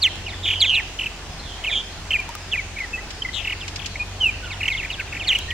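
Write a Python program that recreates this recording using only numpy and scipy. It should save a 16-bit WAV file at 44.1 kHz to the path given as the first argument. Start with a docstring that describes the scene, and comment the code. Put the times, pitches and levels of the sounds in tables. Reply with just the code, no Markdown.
"""Open air hisses at the microphone and a far engine drones, slowly speeding up. At once purple martins
call from a nest house on a pole: falling chews, then buzzy trills, rattled pips and gurgled whistles,
each a gliding tone from the syrinx with overtones coloured by the beak. Every call arrives with one
close reflection and a soft scatter from the trees. Small songbirds sing deep in the foliage; a few dry
ticks, a brief low rumble and some scratchy clacks pass, and near the end more of the colony joins in."""
import sys
import numpy as np
from scipy import signal
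from scipy.fft import rfft, irfft, next_fast_len
from scipy.io import wavfile
from scipy.ndimage import uniform_filter1d, map_coordinates

SR = 44100
rng = np.random.default_rng(int(sys.argv[2]) if len(sys.argv) > 2 else 0)


def to_wav(sig):
    """Store sig (one row per channel, or 1-D mono) as 16-bit WAV at the path in sys.argv[1].

    Samples outside -1..1 are clipped; the rate is SR.
    """
    pcm = np.clip(np.atleast_2d(sig), -1, 1) * 32767
    pcm = np.round(pcm).astype(np.int16)
    wavfile.write(sys.argv[1], SR, pcm.T)  # frames by channels


N = 243873


def amp(db):
    """Decibels to gain."""
    return 10 ** (np.asarray(db) / 20)


def unit(x):
    """Scale to rms 1."""
    return x / np.sqrt(np.mean(x ** 2) + 1e-20)


def along(points, hz):
    """Read (Hz, value) points on a log frequency axis."""
    freqs, values = np.transpose(points)
    return np.interp(np.log(hz + 1), np.log(freqs + 1), values)


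def curve(points):
    """Read (seconds, value) points at every sample."""
    return np.interp(np.arange(N) / SR, *np.transpose(points))


def wobble(rate, size=N):
    """A smooth random curve with rate knots a second."""
    knots = rng.standard_normal(int(size * rate / SR) + 4)
    return map_coordinates(knots, [np.arange(size) * rate / SR])


def filtered(x, response):
    """Filter x by a complex response, given as a function of Hz."""
    size = next_fast_len(N + SR // 2)
    return irfft(rfft(x, size) * response(np.fft.rfftfreq(size, 1 / SR)), size)[..., :N]


def add(track, s, sound):
    """Mix a sound into a track at s seconds."""
    part = track[..., max(round(s * SR), 0):][..., :sound.shape[-1]]
    part += sound[..., :part.shape[-1]]


# Stereo width of noise at the microphone. Each row: frequency in Hz, side over mid in dB.
STEREO_WIDTH = [(100, -15), (250, -20.5), (600, -12.5), (1500, -7), (3000, -0.5), (6000, 1.5), (9000, 4),
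                (14000, -4.5)]


def rush(spectrum, patchy_db):
    """Stereo noise of rms 1 with soft patches, narrow in the bass and wide in the treble."""
    bins = signal.stft(rng.standard_normal((2, N)), nperseg=512)[2]
    patches = uniform_filter1d(rng.standard_normal(bins.shape[1:]), size=7, axis=0)
    patches = uniform_filter1d(patches, size=16, axis=1)
    mid, side = signal.istft(bins * amp(patchy_db * unit(patches)), nperseg=512)[1][:, :N]
    mid = filtered(mid, lambda hz: amp(along(spectrum, hz)))
    side = filtered(side, lambda hz: amp(along(spectrum, hz) + along(STEREO_WIDTH, hz)))
    return unit(np.array([mid + side, mid - side]))


# The air all round the microphone, and its rumble. Each row: frequency in Hz, relative density in dB.
AIR_SPECTRUM = [(120, -14), (200, -2.5), (240, -4.5), (366, -3), (529, -7), (763, -3.5), (1210, -8.5),
                (1840, -8), (2290, -10.5), (2560, -8.5), (3250, -11.5), (3560, -13), (6640, -18.5),
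                (11300, -37), (16000, -52)]
RUMBLE_SPECTRUM = [(15, -1), (30, 0), (50, -5.5), (72, 11), (100, 1), (140, -0.5), (170, -4.5), (210, -26),
                   (300, -39)]


def air(murmur_db=-38.0, hiss_db=-36.1, rumble_db=-41.5, split_hz=3500):
    """Open air: a low rumble, a broad murmur of distance and the hiss of leaves in a light breeze."""
    noise = rush(AIR_SPECTRUM, patchy_db=1.2)
    murmur = filtered(noise, lambda hz: 1 / (1 + (hz / split_hz) ** 4))
    leaves = noise - murmur
    rumble = rush(RUMBLE_SPECTRUM, patchy_db=2.5)
    return amp(murmur_db) * murmur + amp(hiss_db) * leaves + amp(rumble_db) * rumble


# Pace of the engine, far off. Each row: time in seconds, firings a second.
FIRING_RATE = [(0, 45), (1, 45.4), (2.5, 44.5), (4, 46.9), (5.53, 47.4)]
# Its hum as it reaches the microphone. Each row: time in seconds, level in dB.
HUM_LEVEL = [(0, -43), (.43, -37.5), (.88, -43.5), (1.1, -53), (1.7, -46.5), (2.62, -39.5), (2.85, -48),
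             (3.9, -38), (5.53, -43)]
# The orders in that hum. Each row: multiple of the firing rate, offset from the hum level in dB.
HUM_ORDERS = [(2, -0.5), (3, -16), (4, -17)]


def engine(firing_db=-41, waver_db=1.7):
    """A far engine: only its lowest orders carry to the microphone, each wavering on the way."""
    firing_hz = curve(FIRING_RATE) * (1 + 0.0062 * wobble(6))
    phase = 2 * np.pi * np.cumsum(firing_hz) / SR
    orders = [(0.99, firing_db)] + [(round(k), curve(HUM_LEVEL) + db) for k, db in HUM_ORDERS]
    drone = np.zeros(N)
    for multiple, db in orders:
        drone += amp(db + waver_db * wobble(5.02)) * np.sin(multiple * phase + 2 * np.pi * rng.random())
    return np.sqrt(2) * drone


def glide(middle_hz, octaves, arch):
    """Start, middle and end pitch of a glide; arch lowers both ends by a share of its span."""
    droop = arch * abs(octaves)
    return middle_hz * 2 ** (-octaves / 2 - droop), middle_hz, middle_hz * 2 ** (octaves / 2 - droop)


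def gesture(length, pitches, crest, bend=0):
    """Pitch and breath of a note: one swell, gliding through three pitches; bend lingers at each."""
    u = np.linspace(0, 1, max(int(length * SR), 16))
    progress = u - bend * np.sin(4 * np.pi * u) / (4 * np.pi)
    parabola = np.polyfit([0, .5, 1], np.log(pitches), 2)
    pitch = np.exp(np.polyval(parabola, progress))
    swell = np.sin(np.pi * np.interp(u, [0, np.clip(crest, .1, .9), 1], [0, .5, 1]))
    return pitch, np.abs(swell)


# Overtones of a full voice, at the bird. Each row: multiple of the pitch, relative level in dB.
SYRINX_OVERTONES = [(2, -22), (3, -30), (4, -39), (5, -33.5), (6, -36)]
# The beak's colouring of those overtones. Each row: frequency in Hz, gain in dB.
BEAK_RESONANCES = [(4000, -9), (5200, -14), (6300, 1), (7400, 4.5), (9500, -15.5), (11300, -7),
                   (12800, -0.5), (15500, -12)]


def syrinx(pitch, breath, bright_db, jitter, shimmer_db, ease_db=0):
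    """An unsteady tone whose overtones swell in the beak's resonances; an easy voice loses the lowest."""
    unsteady_hz = pitch * (1 + jitter * wobble(695.5, len(pitch)))
    phase = 2 * np.pi * np.cumsum(unsteady_hz) / SR
    tone = np.sin(phase)
    for multiple, db in SYRINX_OVERTONES:
        k = round(multiple)
        level_db = db + bright_db + along(BEAK_RESONANCES, k * pitch) - ease_db * (2 / k) ** 2
        tone += amp(level_db) * np.sin(k * phase) * (k * pitch < SR / 2)
    return breath * amp(shimmer_db * wobble(343.6, len(pitch))) * tone


def placed(sound, db, pan_db, near_db=-19, scatter_slope=0.64, shade_slope=0.082):
    """Direct and scattered stereo parts of a call: faint birds are farther off and scatter more."""
    distance_db = max(near_db - db, 0)
    sides_db = np.array([[pan_db / 2], [-pan_db / 2]])
    direct = amp(db - shade_slope * distance_db + sides_db) * sound
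    return np.array([direct, direct * amp(scatter_slope * distance_db)])


def sing(notes, bright_db, jitter, shimmer_db, second_db, taper, second_ratio=.8, bend=0, full_db=-13):
    """Gliding notes; in the loud ones the other side of the syrinx joins in at a lower pitch."""
    out = np.zeros((2, 2, N))  # direct and scattered, each left and right
    for s, length, pitches, db, crest, pan_db in notes:
        pitch, swell = gesture(length, pitches, crest, bend)
        ease_db = 2 * np.clip(full_db - db, 0, 6)
        lead = syrinx(pitch, swell ** taper, bright_db, jitter, shimmer_db, ease_db)
        second = syrinx(pitch * second_ratio, swell ** 2, bright_db, 2 * jitter, shimmer_db, ease_db)
        add(out, s, placed(lead + amp(second_db - ease_db) * second, db, pan_db))
    return out


# Chews from around the nest house. Each row: start in seconds, length in seconds, middle pitch in Hz,
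# level in dB before distance shading, place of the crest from 0 to 1.
CHEW_CALLS = [(0.0137, .075, 3117, -12, .35), (0.2615, 0.041, 2410, -27.5, 0.15),
              (0.28, .043, 3660, -33, 0.57), (0.311, .037, 2080, -33.5, 0.77),
              (0.5946, .072, 3224, -11.5, 0.42), (0.738, .077, 2826, -16, 0.4),
              (1.658, 0.061, 2380, -20, 0.28), (2.1235, .051, 2520, -15.5, 0.28),
              (2.5125, .059, 2613, -16.7, .37), (3.597, .068, 2680, -31, 0.28),
              (4.442, .05, 2780, -34, 0.33), (4.4946, .057, 2150, -30.5, 0.26),
              (4.5035, .051, 3640, -31.5, 0.54), (4.711, .046, 3510, -28.5, 0.54),
              (4.762, .067, 2720, -25, .37), (4.907, 0.053, 3700, -29, 0.72),
              (5.1944, .052, 2440, -25, 0.1), (5.223, .037, 3450, -30, .7), (5.249, 0.057, 2064, -31, 0.26),
              (5.268, .068, 3115, -13.5, .42)]
CHEW_VOICE = dict(bright_db=1.5, jitter=.014, shimmer_db=2, second_db=-18, taper=1.25,
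                  second_ratio=.66, bend=0.5)


def chews(octaves_per_s=18.3, usual_hz=3000, steepen=.3, pan_db=-1.8):
    """Chews slide down at much the same speed, high ones a little faster, so long ones fall farther."""
    notes = []
    for s, length, hz, db, crest in CHEW_CALLS:
        fall = octaves_per_s * (hz / usual_hz) ** steepen * length
        notes.append((s, length, glide(hz, -fall, arch=.048), db, crest, pan_db))
    return sing(notes, **CHEW_VOICE)


def near_path(x, echo_s=0.0045, echo_gain=0.51, lag_s=.000019):
    """One close reflection combs the glides; sound reaches the microphone's right side just ahead."""
    def response(hz):
        delay = lambda s: np.exp(-2j * np.pi * hz * s)
        return (1 + echo_gain * delay(echo_s)) * np.array([delay(lag_s / 2), delay(-lag_s / 2)])
    return filtered(x, response)


# Ring of the surrounding trees. Each row: frequency in Hz, seconds to fade by 60 dB.
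FOLIAGE_DECAY = [(1000, 0.36), (3000, 0.44), (8000, .3), (15000, 0.14)]


def trees(x, early_db=-21, late_db=-22, early_t60=0.24, reach_s=0.068):
    """Diffuse answers: a quick one from the house and ground, a later one from the foliage."""
    hz, t, bins = signal.stft(rng.standard_normal((2, SR * 3 // 4)), SR, nperseg=256)
    build_up = 1 - np.exp(-(t / reach_s) ** 2)
    decay = amp(-60 * t / along(FOLIAGE_DECAY, hz)[:, None])
    late = signal.istft(bins * build_up * decay, SR, nperseg=256)[1]
    early = rng.standard_normal(late.shape) * amp(-60 * np.arange(late.shape[1]) / SR / early_t60)
    late *= amp(late_db) / np.linalg.norm(late[0])
    early *= amp(early_db) / np.linalg.norm(early[0])
    return signal.fftconvolve(x, late + early, axes=1)[:, :N]


# Ticks, the knock dead centre. Each row: start in seconds, level in dB, knock offset in dB,
# treble in dB (half of it applies from 10 kHz up), knock pitch in Hz.
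DRY_TICKS = [(0.1564, -27, -9, -29, 891), (2.2019, -28, 3, -27, 1040), (2.2912, -24, 8.5, -20, 945),
             (2.352, -19, 1, -17, 1223), (5.388, -20.5, -11, -3, 802)]


def ticks(snap_db=1, snap_t60=.011, knock_db=-9, knock_t60=0.049):
    """Dry ticks: a bright snap and a small hollow knock."""
    out = np.zeros((2, N))
    t = np.arange(SR // 10) / SR
    hz = np.fft.rfftfreq(len(t), 1 / SR)
    for s, db, offset_db, treble_db, knock_hz in DRY_TICKS:
        hiss = rng.standard_normal((2, len(t)))
        colour = amp(along([(7500, 0), (10000, treble_db / 2)], hz))
        snap = irfft(rfft(hiss) * colour, len(t)) * amp(snap_db - 60 * t / snap_t60)
        knock = np.sin(2 * np.pi * knock_hz * t) * amp(knock_db + offset_db - 60 * t / knock_t60)
        add(out, s, amp(db) * (snap + knock))
    return out


# Small songbirds deep in the trees. Each row: start in seconds, length in seconds,
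# start and end pitch in Hz, relative level in dB.
SONGBIRD_NOTES = [(0.326, .05, 3500, 3300, -36.5), (1.299, 0.049, 5210, 4900, -41.5),
                  (1.384, .04, 4190, 3970, -36), (1.83, .04, 5140, 4870, -43.5),
                  (1.887, .06, 3880, 4700, -43), (2.39, .07, 5200, 5060, -47),
                  (3.088, 0.11, 5450, 4370, -44), (3.588, .06, 5060, 4930, -44),
                  (3.87, .1, 4700, 3600, -42), (5.397, 0.054, 3600, 4440, -40)]


def far_songbirds(gain_db=-1.7, flutter_hz=120, swing=.03, scatter_db=4):
    """Thin wavering notes that reach the microphone mostly by way of the foliage."""
    out = np.zeros((2, 2, N))
    for s, length, start, end, db in SONGBIRD_NOTES:
        pitch, breath = gesture(length, (start, (start + end) / 2, end), crest=0.38)
        pitch *= 1 + swing * np.sin(2 * np.pi * flutter_hz * np.arange(len(pitch)) / SR)
        call = syrinx(pitch, breath, bright_db=-14, jitter=0.021, shimmer_db=4.5)
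        add(out, s, placed(call, db + gain_db, pan_db=0))
    out[1] *= amp(scatter_db)
    return out


# Martins trilling to either side of the microphone. Each row: start in seconds, length in seconds,
# start, middle and end pitch in Hz, level in dB before distance shading, place of the crest from 0 to 1,
# left over right in dB, flutter rate in Hz, pitch swing in Hz.
TRILL_CALLS = [(0.427, 0.21, 3590, 3180, 3080, -23, 0.15, -3.5, 140.3, 235),
               (0.638, .17, 3830, 2860, 2600, -17.5, 0.41, -3.5, 140.8, 214),
               (1.418, 0.16, 3750, 3290, 3260, -37, .5, -8, 138.5, 220),
               (1.691, 0.13, 3664, 3310, 3400, -19.2, 0.52, -3, 143, 228),
               (3.329, 0.11, 3650, 3130, 2460, -26.3, 0.32, 11.5, 135.4, 460)]


def trills(throb=0.29, lean=0.34, fullness=.8, plain_db=-6, harsh_db=9, wide_swing_hz=450):
    """Buzzes: the pitch flutters in quick rises and slower falls, and the loudness throbs with it."""
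    out = np.zeros((2, 2, N))
    for s, length, start, middle, end, db, crest, pan_db, flutter_hz, swing_hz in TRILL_CALLS:
        pitch, breath = gesture(length, (start, middle, end), crest)
        cycle = 2 * np.pi * np.cumsum(flutter_hz * (1 + 0.031 * wobble(59, len(pitch)))) / SR
        pitch += swing_hz * (np.sin(cycle) + lean * np.sin(2 * cycle))
        breath = breath ** fullness * (1 - throb * np.cos(cycle))
        bright_db = plain_db + harsh_db * (swing_hz / wide_swing_hz) ** 2  # wide swings sound harsher
        call = syrinx(pitch, breath, bright_db, jitter=0.011, shimmer_db=3)
        add(out, s, placed(call, db, pan_db))
    return out


# Rattles at the nest house, mostly straight ahead. Each row: start in seconds, number of pips,
# seconds per pip, middle pitch in Hz, fall of a pip in octaves, level at the run's centre in dB before
# distance shading, left over right in dB.
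RATTLE_RUNS = [(0.4512, 4, .0246, 2720, .72, -16.8, 0), (0.9875, 2, .0205, 2720, .55, -20, -1),
               (1.029, 2, .027, 2640, .55, -21.7, -1), (1.638, 1, 0.028, 2610, .6, -21, -1),
               (2.1045, 1, .026, 2770, .45, -15.5, -1), (2.7845, 1, 0.019, 2423, 0.36, -22, 0),
               (3.4445, 4, .0248, 2450, .85, -20.3, -0.5), (3.79, 3, .025, 2780, 1.105, -30.5, 10.5),
               (4.6046, 1, .024, 2350, .55, -23, -1), (4.6285, 2, .0242, 2450, .72, -19.3, -1),
               (4.679, 1, .014, 2850, .65, -13.3, -2), (4.7007, 1, .016, 2510, 0.31, -21.5, 0),
               (4.826, 2, 0.02, 2155, 0.71, -24, 0), (4.8996, 1, .027, 2674, .4, -22, -1),
               (4.995, 1, .028, 2260, .9, -22.7, -1), (5.123, 3, 0.021, 2210, .9, -23.3, 0.5),
               (5.3211, 2, .027, 2810, 0.386, -14.8, -1), (5.379, 1, .032, 2890, 0.64, -28, -2),
               (5.504, 1, .016, 2730, 0.97, -21, -1)]


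def rattles(pip_fill=.88, edge_db=1.3, crest=.24):
    """A rattle repeats one falling pip at an even pace, loudest in the middle of the run."""
    pips = []
    for s, count, step, hz, fall, db, pan_db in RATTLE_RUNS:
        pitches = glide(hz, -fall, arch=.08)
        for k in range(round(count)):
            off_centre = k - (round(count) - 1) / 2
            pip_db = db - edge_db * off_centre ** 2
            pips.append((s + k * step, pip_fill * step, pitches, pip_db, crest, pan_db))
    return sing(pips, bright_db=3, jitter=0.039, shimmer_db=2.3, second_db=-4, taper=1.05)


# The scratch in a rattling bird's voice. Each row: frequency in Hz, relative density in dB.
RASP_SPECTRUM = [(1200, -30), (2000, -3), (3200, 2), (5000, -6), (7000, -1), (9500, -17), (12000, -8),
                 (15500, -15)]


def rasp(pips, gain_db=-33, growth=0.52):
    """Noise that pulses with the pips but grows more slowly than their loudness."""
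    loudness = np.abs(uniform_filter1d(np.abs(pips), size=64, axis=-1))
    return amp(gain_db) * loudness ** growth * rush(RASP_SPECTRUM, patchy_db=1.5)


def low_swell(peak_s=1.29, width_s=.13, centre_hz=160, db=-43):
    """A brief low rumble swells and fades."""
    band = [(centre_hz * 0.71, -30), (centre_hz, 0), (centre_hz * 1.33, -30), (centre_hz * 4, -90)]
    swell = np.exp(-((np.arange(N) / SR - peak_s) / width_s) ** 2)
    return amp(db) * swell * rush(band, patchy_db=1.0)


# The martins' gurgles, near centre. Each row: start in seconds, length in seconds, middle pitch in Hz,
# glide in octaves, level in dB before distance shading, left over right in dB.
GURGLE_NOTES = [(1.7236, 0.025, 2365, -.15, -21.5, 1), (2.1491, 0.028, 2393, -0.055, -19, 2),
                (2.184, .037, 2373, -0.14, -21, 0), (2.57, 0.046, 2250, -.39, -20.5, .7),
                (2.76, 0.029, 2196, -0.26, -26, .8), (2.799, .027, 2127, -0.19, -21, 1.3),
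                (2.8303, .033, 1945, -0.23, -27, -1), (2.9295, .042, 2598, -.03, -21.7, -1),
                (2.975, 0.025, 1976, 0.085, -27.5, 0), (3.219, .0095, 3110, -.15, -18.6, -3),
                (3.248, .018, 2057, -0.11, -20.5, 0), (3.286, .012, 2010, -0.019, -25.7, -1),
                (3.956, .006, 2210, .35, -21, 1), (3.9915, 0.046, 2467, 0.024, -22.3, 1.5),
                (4.2005, .112, 2735, -.5, -13.7, -2), (4.4242, .062, 1452, -.13, -30, -1),
                (4.7092, 0.036, 2135, -0.17, -20.5, 2), (4.7467, 0.022, 2134, -0.049, -18, 2),
                (4.9751, 0.058, 1510, -0.33, -32.5, 0), (5.4765, 0.083, 1908, .11, -25.5, 1)]


def whistles(crest=0.35):
    """Nearly pure whistles swell quickly and fade along a shallow glide."""
    notes = [(s, length, glide(hz, octaves, arch=.05), db, crest, pan_db)
             for s, length, hz, octaves, db, pan_db in GURGLE_NOTES]
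    return sing(notes, bright_db=0, jitter=0.0022, shimmer_db=2, second_db=-44, taper=0.88, full_db=-11)


# Clacks, wide across the microphone. Each row: time of the peak in seconds, relative level in dB.
CLACK_HITS = [(3.1074, -26.5), (3.6825, -23.5), (3.7617, -22), (3.8624, -20)]
# Their colour. Each row: frequency in Hz, gain in dB.
CLACK_COLOUR = [(1200, -19), (2400, 7), (3500, 3), (4800, 5.5), (7500, -2.5), (10000, -22.5), (15000, -29)]


def clacks(gain_db=-2, rise_s=0.0042):
    """Scratchy bursts of noise that swell within a few milliseconds and quickly die."""
    out = np.zeros((2, N))
    u = np.arange(SR // 20) / SR / rise_s
    envelope = u * np.exp(1 - u)
    for s, db in CLACK_HITS:
        add(out, s - rise_s, amp(db + gain_db) * envelope * rng.standard_normal((2, len(u))))
    return filtered(out, lambda hz: amp(along(CLACK_COLOUR, hz)))


def chatter(start_s=4.42, span_s=1.0, count=10, length_s=.035, hz=2450, db=-36.5, crest=.5, pan_db=0):
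    """Farther from the microphone, the rest of the colony throws in short falling chirps at random."""
    notes = []
    for k, (when, high, loud) in enumerate(rng.random((count, 3))):
        s = start_s + span_s * (k + when) / count
        pitches = glide(hz * 2 ** (.3 * (2 * high - 1)), octaves=-.75, arch=.04)
        notes.append((s, length_s, pitches, db + 2 * (2 * loud - 1), crest, pan_db))
    return sing(notes, **CHEW_VOICE)


def scene():
    """Birds, ticks and clacks among the trees, over open air and the far engine."""
    pips = rattles()
    martins = chews() + trills() + pips + rasp(pips) + whistles() + chatter()
    direct, scattered = martins + far_songbirds()
    clicks = ticks() + clacks()
    background = air() + engine() + low_swell()
    return background + near_path(direct) + clicks + trees(scattered + clicks)


def record(dry, top_hz=15850):
    """The microphone's recorder keeps nothing above its band limit."""
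    return filtered(dry, lambda hz: hz < top_hz)


dry = scene()
out = record(dry)
to_wav(out)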